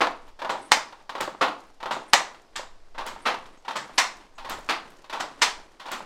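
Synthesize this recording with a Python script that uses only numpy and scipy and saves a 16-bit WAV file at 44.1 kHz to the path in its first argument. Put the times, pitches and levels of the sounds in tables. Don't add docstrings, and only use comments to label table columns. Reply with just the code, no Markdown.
import sys
import numpy as np
from scipy import signal
from scipy.fft import rfft, irfft
from scipy.io import wavfile
from scipy.ndimage import uniform_filter1d

SR = 44100
rng = np.random.default_rng(int(sys.argv[2]) if len(sys.argv) > 2 else 0)


def transcribe(u):
    v = np.clip(np.atleast_2d(u).T, -1, 1)
    q = np.round(v * 32767).astype(np.int16)
    wavfile.write(sys.argv[1], SR, q)


N = 266805
TIME = np.arange(N) / SR
SIZE = 32768
AGE = np.arange(SIZE) / SR
FREQS = np.maximum(np.fft.rfftfreq(SIZE, 1 / SR), 1)
TURN_SPAN_S, TURN_TILT_DB = (1.4, 3.7), 2.3


def undb(db):
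    return 10 ** (np.asarray(db) / 20)


def unit(x):
    return x / np.sqrt(np.mean(x ** 2))


def colour(points, freqs):
    hz, db = np.transpose(points)
    return undb(np.interp(np.log(freqs), np.log(hz), db))


def tint(x, points):
    freqs = np.maximum(np.fft.rfftfreq(len(x), 1 / SR), 1)
    return unit(irfft(rfft(x) * colour(points, freqs), len(x)))


def wander(rate_hz, size):
    steps = np.arange(size) * rate_hz / SR
    return np.interp(steps, np.arange(size), rng.standard_normal(size))


def add(track, s, sound):
    start = max(int(s * SR), 0)
    track[start:start + len(sound)] += sound[:max(N - start, 0)]


def fade(t60):
    return np.exp(-np.log(1000) * AGE / t60)


def minimum_phase(gain):
    cepstrum = irfft(np.log(gain + 1e-9))
    cepstrum[1:SIZE // 2] *= 2
    cepstrum[SIZE // 2 + 1:] = 0
    return np.exp(rfft(cepstrum))


def whitening(burst):
    power = uniform_filter1d(np.abs(rfft(burst)) ** 2, 600)
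    return np.sqrt(power.mean() / power)


def wood(spectrum, modes, ring_db):
    spots_db = 2 * rng.standard_normal(len(modes))
    mode_power = sum(undb(db + ring_db + spot_db) ** 2 / (1 + (2 * (FREQS - hz) / width) ** 2)
                     for (hz, width, db), spot_db in zip(modes, spots_db))
    bed = colour(spectrum, FREQS) * undb(1.8 * wander(900, len(FREQS)))
    return np.sqrt(bed ** 2 + mode_power)


# (frequency [Hz], reverberation time [s])
ROOM_DECAY = [(150, 0.45), (450, 0.41), (1000, 0.37), (2500, 0.3), (6000, 0.31), (13000, 0.24)]

def room_tail():
    hz, t60s = np.transpose(ROOM_DECAY)
    noise = rfft(rng.standard_normal(SIZE))
    bands = (np.interp(np.log(FREQS), np.log(hz), row) for row in np.eye(len(hz)))
    return sum(irfft(noise * band) * fade(t60) for band, t60 in zip(bands, t60s))


def impacts(rows, spectrum, modes, *, gain_db, ring_db, crack_db, rattle_t60, room_db, chatter_db):
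    track = np.zeros(N)
    for s, db, tilt_db, rise_ms, *_ in rows:
        swell = 1 - np.exp(-AGE * 1000 / max(rise_ms, 0.05))
        looseness = np.clip(wander(700, SIZE), -1.5, 1.5)
        rattle = unit(undb(chatter_db * looseness) * rng.standard_normal(SIZE)) * fade(rattle_t60)
        room = undb(room_db) * room_tail() * (1 - np.exp(-AGE / 0.0036))
        softness = 1 + rise_ms
        crack = np.sign(rng.standard_normal(SIZE)) * fade(0.009) * undb(crack_db) / softness
        crack = signal.lfilter(*signal.butter(1, 15000 / softness, fs=SR), crack)
        crack = crack + 0.35 * np.roll(crack, int(0.007 * SR))
        force = crack + (rattle + room) * swell
        tilt = undb(tilt_db * np.log2(np.clip(FREQS, 500, 4800)))
        body = unit(wood(spectrum, modes, ring_db) * tilt)
        response = minimum_phase(body * whitening(force))
        add(track, s, undb(db + gain_db) * irfft(rfft(force) * response))
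    return track


# (frequency [Hz], relative level [dB])
YARD_SPECTRUM = [(18, -37.5), (30, 5), (141, -12), (210, -12), (449, -2.5), (962, -3.5), (1720, -18),
                 (5040, -15.5), (11100, -33), (13300, -35), (16000, -52.5)]

def yard():
    return tint(rng.standard_normal(N), YARD_SPECTRUM) * undb(-63 + wander(2.7, N))


# (peak time [s], duration [s], level [dB])
DRAUGHT_GUSTS = [(0.296, 0.29, -49), (1.65, 0.11, -68), (2.721, .25, -50), (3.03, 0.35, -45.5),
                 (3.5, 0.18, -50), (4.15, 0.2, -53), (4.53, 0.32, -42.5), (5.58, 0.2, -46)]

def draught():
    spectrum = [(4, -23), (10, 3.5), (20, -11), (40, -24.5), (100, -33), (400, -69.5), (2000, -120)]
    buffet = tint(rng.standard_normal(N), spectrum)
    gusts = sum(undb(db) * np.exp(-(2 * (TIME - s) / length) ** 2) for s, length, db in DRAUGHT_GUSTS)
    lull = undb(-57.5 + 2.3 * wander(7.6, N))
    return buffet * (gusts + lull)


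# (frequency [Hz], relative level [dB])
WARP_SPECTRUM = [(100, -7.5), (280, 4), (550, -0.5), (950, 0), (1600, -3.5), (3000, -10), (5500, -17.5),
                 (9000, -22), (14000, -39.5), (16000, -42)]
RUB_ATTACK_S, RUB_HOLD_S, RUB_RELEASE_S = 0.21, 0.32, 0.16
RUB_DB, RUB_SAG_DB_PER_S = -52.5, -14.5
REST_FACING_DOOR_DB, REST_FACING_LOOM_DB = -68, -62
PASS_S = 0.71

def warp():
    slips_db = 2.5 * wander(400, N) + 1.5 * wander(35, N)
    rub = tint(rng.standard_normal(N) * undb(slips_db), WARP_SPECTRUM)
    impulses = (rng.random(N) < 25 / SR) * rng.standard_normal(N)
    flicks = signal.fftconvolve(impulses, rng.standard_normal(SIZE) * fade(0.04))[:N]
    reed = tint(flicks, [(1000, -25), (5000, 0), (7000, 0), (10000, -10), (14000, -15), (16000, -25)])
    corners_s = np.cumsum([0, RUB_ATTACK_S, RUB_HOLD_S, RUB_RELEASE_S])
    swell = [0, undb(RUB_DB), undb(RUB_DB + RUB_SAG_DB_PER_S * RUB_HOLD_S), 0]
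    starts = [s for s, *_ in SHED_CHANGES]
    starts.insert(0, starts[0] - PASS_S)
    swells = sum(np.interp(TIME - s, corners_s, swell) for s in starts)
    rest = undb(np.interp(TIME, TURN_SPAN_S, (REST_FACING_DOOR_DB, REST_FACING_LOOM_DB)))
    return (rub + undb(-18) * reed) * (rest + swells)


# (time [s], level [dB], tilt [dB/octave], rise [ms], rebound delay [s], rebound level re blow [dB])
FAR_LANDINGS = [(0.006, -7.5, 0.5, 6.1, 0.065, -6), (1.410, -6.5, 0.6, 7.6, 0.073, -7.5),
                (3.254, -7.5, 1.8, 13.8, 0.089, -12), (4.689, -11.5, 3.5, 5, 0.048, -14)]
# (frequency [Hz], relative level [dB])
FAR_SPECTRUM = [(47, -56), (80, -33), (309, -3.5), (404, -7), (515, -1.5), (588, -7), (657, 0), (1120, 1),
                (1670, -6), (2180, -9), (4230, -17.5), (14300, -50), (16000, -61.5)]
# (frequency [Hz], bandwidth [Hz], relative level [dB])
FAR_RESONANCES = [(522, 35, -3), (678, 31, -5), (1100, 27, 0), (1250, 61, 0), (2120, 83, -10),
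                  (2650, 120, -13), (3350, 53, -14), (4110, 140, -17), (4620, 24, -21)]

def far_box():
    landings = impacts(FAR_LANDINGS, FAR_SPECTRUM, FAR_RESONANCES, gain_db=-3, ring_db=-2,
                       crack_db=14, rattle_t60=0.12, room_db=-5.5, chatter_db=2.5)
    return landings + rebounds(FAR_LANDINGS)


def rebounds(landings, tilt_db=-1):
    return tocks([(s + delay_s, db + rebound_db) for s, db, _, _, delay_s, rebound_db in landings],
                 tilt_db)


def tocks(contacts, tilt_db, rise_ms=0.98):
    rows = [(s, db, tilt_db, rise_ms) for s, db in contacts]
    return frame(rows, gain_db=-4.5, ring_db=-2, crack_db=9, rattle_t60=0.035, room_db=-19, chatter_db=3)


# (frequency [Hz], relative level [dB])
FRAME_SPECTRUM = [(59, -62.5), (100, -30), (295, -8.5), (442, -9.5), (648, 0.5), (736, -6), (930, 5),
                  (1200, -2.5), (1360, -3), (2130, -12.5), (3620, -13.5), (13800, -48), (16000, -53)]
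# (frequency [Hz], bandwidth [Hz], relative level [dB])
FRAME_RESONANCES = [(228, 17, -11.5), (308, 10, -11), (521.3, 14, 1), (626, 5.3, -1), (793.5, 19, 8),
                    (893, 30, 5.5), (1100, 64, -3), (1090, 69, -3.5), (1240, 15, -7.5), (1898, 70, -8.5),
                    (2675, 29, -22), (3467, 47, -19)]

def frame(rows, **contact):
    heard = [(s, db, tilt_db + np.interp(s, TURN_SPAN_S, (0, TURN_TILT_DB)), rise_ms)
             for s, db, tilt_db, rise_ms in rows]
    return impacts(heard, FRAME_SPECTRUM, FRAME_RESONANCES, **contact)


def knocks(rows):
    return frame(rows, gain_db=-7, ring_db=0, crack_db=7.5, rattle_t60=0.053, room_db=-9, chatter_db=1)


# (time [s], level [dB])
JOINT_SETTLES = [(.279, -39), (0.925, -29), (1.002, -41), (2.345, -34.5), (3.457, -35), (4.209, -40.5),
                 (5.043, -34)]

def joints(tilt_db=1.1, rise_ms=1):
    return knocks([(s, db, tilt_db, rise_ms) for s, db in JOINT_SETTLES])


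# (time [s], level [dB])
HEDDLE_TICKS = [(0.2813, -53), (1.67, -57), (4.5905, -44), (4.9038, -44.5)]

def heddle_and_cord_ticks(lag_s=0.0037, cutoff_hz=13000):
    track = np.zeros(N)
    cord_ticks = [(s + lag_s, tick_db) for s, *_, tick_db, _, _ in PICKER_SNAPS]
    for s, db in cord_ticks + list(HEDDLE_TICKS):
        tick = rng.standard_normal(SIZE) * fade(0.0055) + undb(-21.5) * room_tail()
        add(track, s, undb(db) * np.diff(tick))
    return signal.lfilter(*signal.butter(2, cutoff_hz, fs=SR), track)


# (time [s], level [dB], tilt [dB/octave], rise [ms])
SHED_CHANGES = [(0.39, -21.5, 2, 6.9), (1.0935, -18.5, 2, 1.2), (1.803, -26, 0.8, 2.6),
                (2.946, -24.5, -2, 6), (3.649, -27.5, -0.5, 2.7), (4.380, -21, 0.5, 4.7),
                (5.097, -21.5, 1.2, 2), (5.797, -22.5, 1.5, 4.7)]

def shafts():
    return knocks(SHED_CHANGES)


# (time [s], level [dB], rise [ms], bounce level re knock [dB])
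BEATER_STROKES = [(0.418, -15, 1.6, 0), (1.152, -15, 1.6, -7), (1.829, -18, 0.59, 3.5),
                  (2.980, -12, 4.5, -13), (3.68, -13, 3.2, -5.5), (4.446, -18.5, 4.4, -14),
                  (5.127, -10, 5.8, -16), (5.855, -17, 9.6, -8)]

def beater(tilt_db=-0.6, bounce_s=0.029, bounce_tilt_db=-0.9, bounce_rise_ms=1):
    rows = []
    for s, db, rise_ms, bounce_db in BEATER_STROKES:
        rows.append((s, db, tilt_db, rise_ms))
        rows.append((s + bounce_s, db + bounce_db, bounce_tilt_db, bounce_rise_ms))
    return knocks(rows)


# (time [s], level [dB], tilt [dB/octave], rise [ms], frame jolt level [dB],
# cord tick level [dB], shuttle hop interval [s], first hop level [dB])
PICKER_SNAPS = [(0.4977, -29, 2, 8, -7.5, -55, 0.053, -21), (1.206, -20, -0.1, 3.7, -18, -25, .0705, -17),
                (1.9129, -23, 0.4, 12, -10, -55, .053, -18.5),
                (2.5569, -25.5, 4.5, 8.4, -39, -58, 0.037, -20.5),
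                (3.062, -25.5, 1, 11, -22.5, -29.5, 0.1, -27.5),
                (3.7593, -23.5, 1.6, 5.6, -15, -39, .135, -29.5),
                (4.494, -21.5, 1, 11.8, -20, -26.5, .091, -31),
                (5.2, -23.5, 1, 5.1, -19.5, -37, 0.04, -22.5),
                (5.914, -21.5, 0.9, 7.7, -22, -27, 0.091, -23.5)]
# (frequency [Hz], relative level [dB])
PICKER_SPECTRUM = [(59, -43), (100, -22), (135, -9), (1130, 1.5), (1280, 2), (1420, -1), (2630, -9.5),
                   (3250, -9.5), (6150, -18.5), (7610, -16.5), (9610, -31.5), (13800, -41.5), (16000, -53)]

def picker(jolt_lead_s=0.004, jolt_tilt_db=0.05, jolt_rise_ms=2.4):
    jolts = knocks([(s - jolt_lead_s, jolt_db, jolt_tilt_db, jolt_rise_ms)
                    for s, _, _, _, jolt_db, *_ in PICKER_SNAPS])
    snaps = impacts(PICKER_SNAPS, PICKER_SPECTRUM, FRAME_RESONANCES, gain_db=1.5, ring_db=-7,
                    crack_db=17, rattle_t60=0.089, room_db=-6.5, chatter_db=5)
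    return jolts + snaps


def shuttle_hops(loss_db=10):
    hops = [(s + (k + 1) * hop_s, hop_db - k * loss_db)
            for s, *_, hop_s, hop_db in PICKER_SNAPS for k in range(2)]
    return tocks(hops, tilt_db=-5.5)


# (time [s], frequency [Hz], level [dB])
SHUTTLE_SQUEAKS = [(0.615, 8250, -54), (0.648, 8660, -55.5), (2.077, 8700, -58), (3.215, 8700, -59),
                   (3.57, 6500, -66), (3.942, 9600, -61), (4.349, 6770, -65)]

def shuttle_squeaks(peak_s=0.0125):
    track = np.zeros(N)
    grip = AGE / peak_s * np.exp(1 - AGE / peak_s)
    for s, hz, db in SHUTTLE_SQUEAKS:
        pitch_hz = hz * (1 + 0.04 * wander(2500, SIZE))
        phase = 2 * np.pi * np.cumsum(pitch_hz) / SR
        squeak = np.sin(phase) + 0.6 * np.sin(1.19 * phase)
        add(track, s, undb(db) * grip * squeak)
    return track


# (time [s], level [dB], tilt [dB/octave], rise [ms], rebound delay [s], rebound level re blow [dB])
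NEAR_LANDINGS = [(0.7183, -5, -0.3, 0.091, .053, -9.5), (2.1340, -4, -0.54, 0.042, 0.072, -14.5),
                 (3.9807, -5.5, 0.7, 1.4, 0.069, -17), (5.4184, -5, 0.66, 2.2, 0.062, -15)]
# (frequency [Hz], relative level [dB])
NEAR_SPECTRUM = [(30, -41), (60, -40.5), (140, -45.5), (230, -15), (330, -18.5), (520, -11), (720, -6.5),
                 (1000, 0.5), (1400, -6.5), (2000, -3.5), (3000, -8.5), (5000, -9.5), (8000, -17.5),
                 (10900, -33.5), (14500, -38.5), (16000, -44)]
# (frequency [Hz], bandwidth [Hz], relative level [dB])
NEAR_RESONANCES = [(937, 45, 0), (1470, 21, -7), (1930, 140, -4), (2500, 62, -9), (3000, 140, -9),
                   (3630, 60, -10), (4080, 54, -9), (4320, 41, -6), (5510, 31, -9), (5750, 57, -13),
                   (6060, 87, -14), (6590, 81, -13), (7420, 40, -17), (8610, 40, -21)]

def near_box():
    grazes = [(s - 0.004, db - 17.5, tilt_db, rise_ms + 1)
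              for s, db, tilt_db, rise_ms, *_ in NEAR_LANDINGS]
    landings = impacts(list(NEAR_LANDINGS) + grazes, NEAR_SPECTRUM, NEAR_RESONANCES, gain_db=-6,
                       ring_db=-4.5, crack_db=14, rattle_t60=0.12, room_db=-5, chatter_db=-1)
    return landings + rebounds(NEAR_LANDINGS)


def scene():
    background = yard() + draught() + warp()
    mechanism = joints() + heddle_and_cord_ticks() + shafts() + beater() + picker() + shuttle_squeaks()
    shuttle = far_box() + shuttle_hops() + near_box()
    return (background + mechanism + shuttle)[None]


def record(dry):
    lowpass = signal.ellip(8, 0.2, 70, 16000, fs=SR, output="sos")
    return signal.sosfilt(lowpass, np.clip(dry, -1, 1))


dry = scene()
out = record(dry)
transcribe(out)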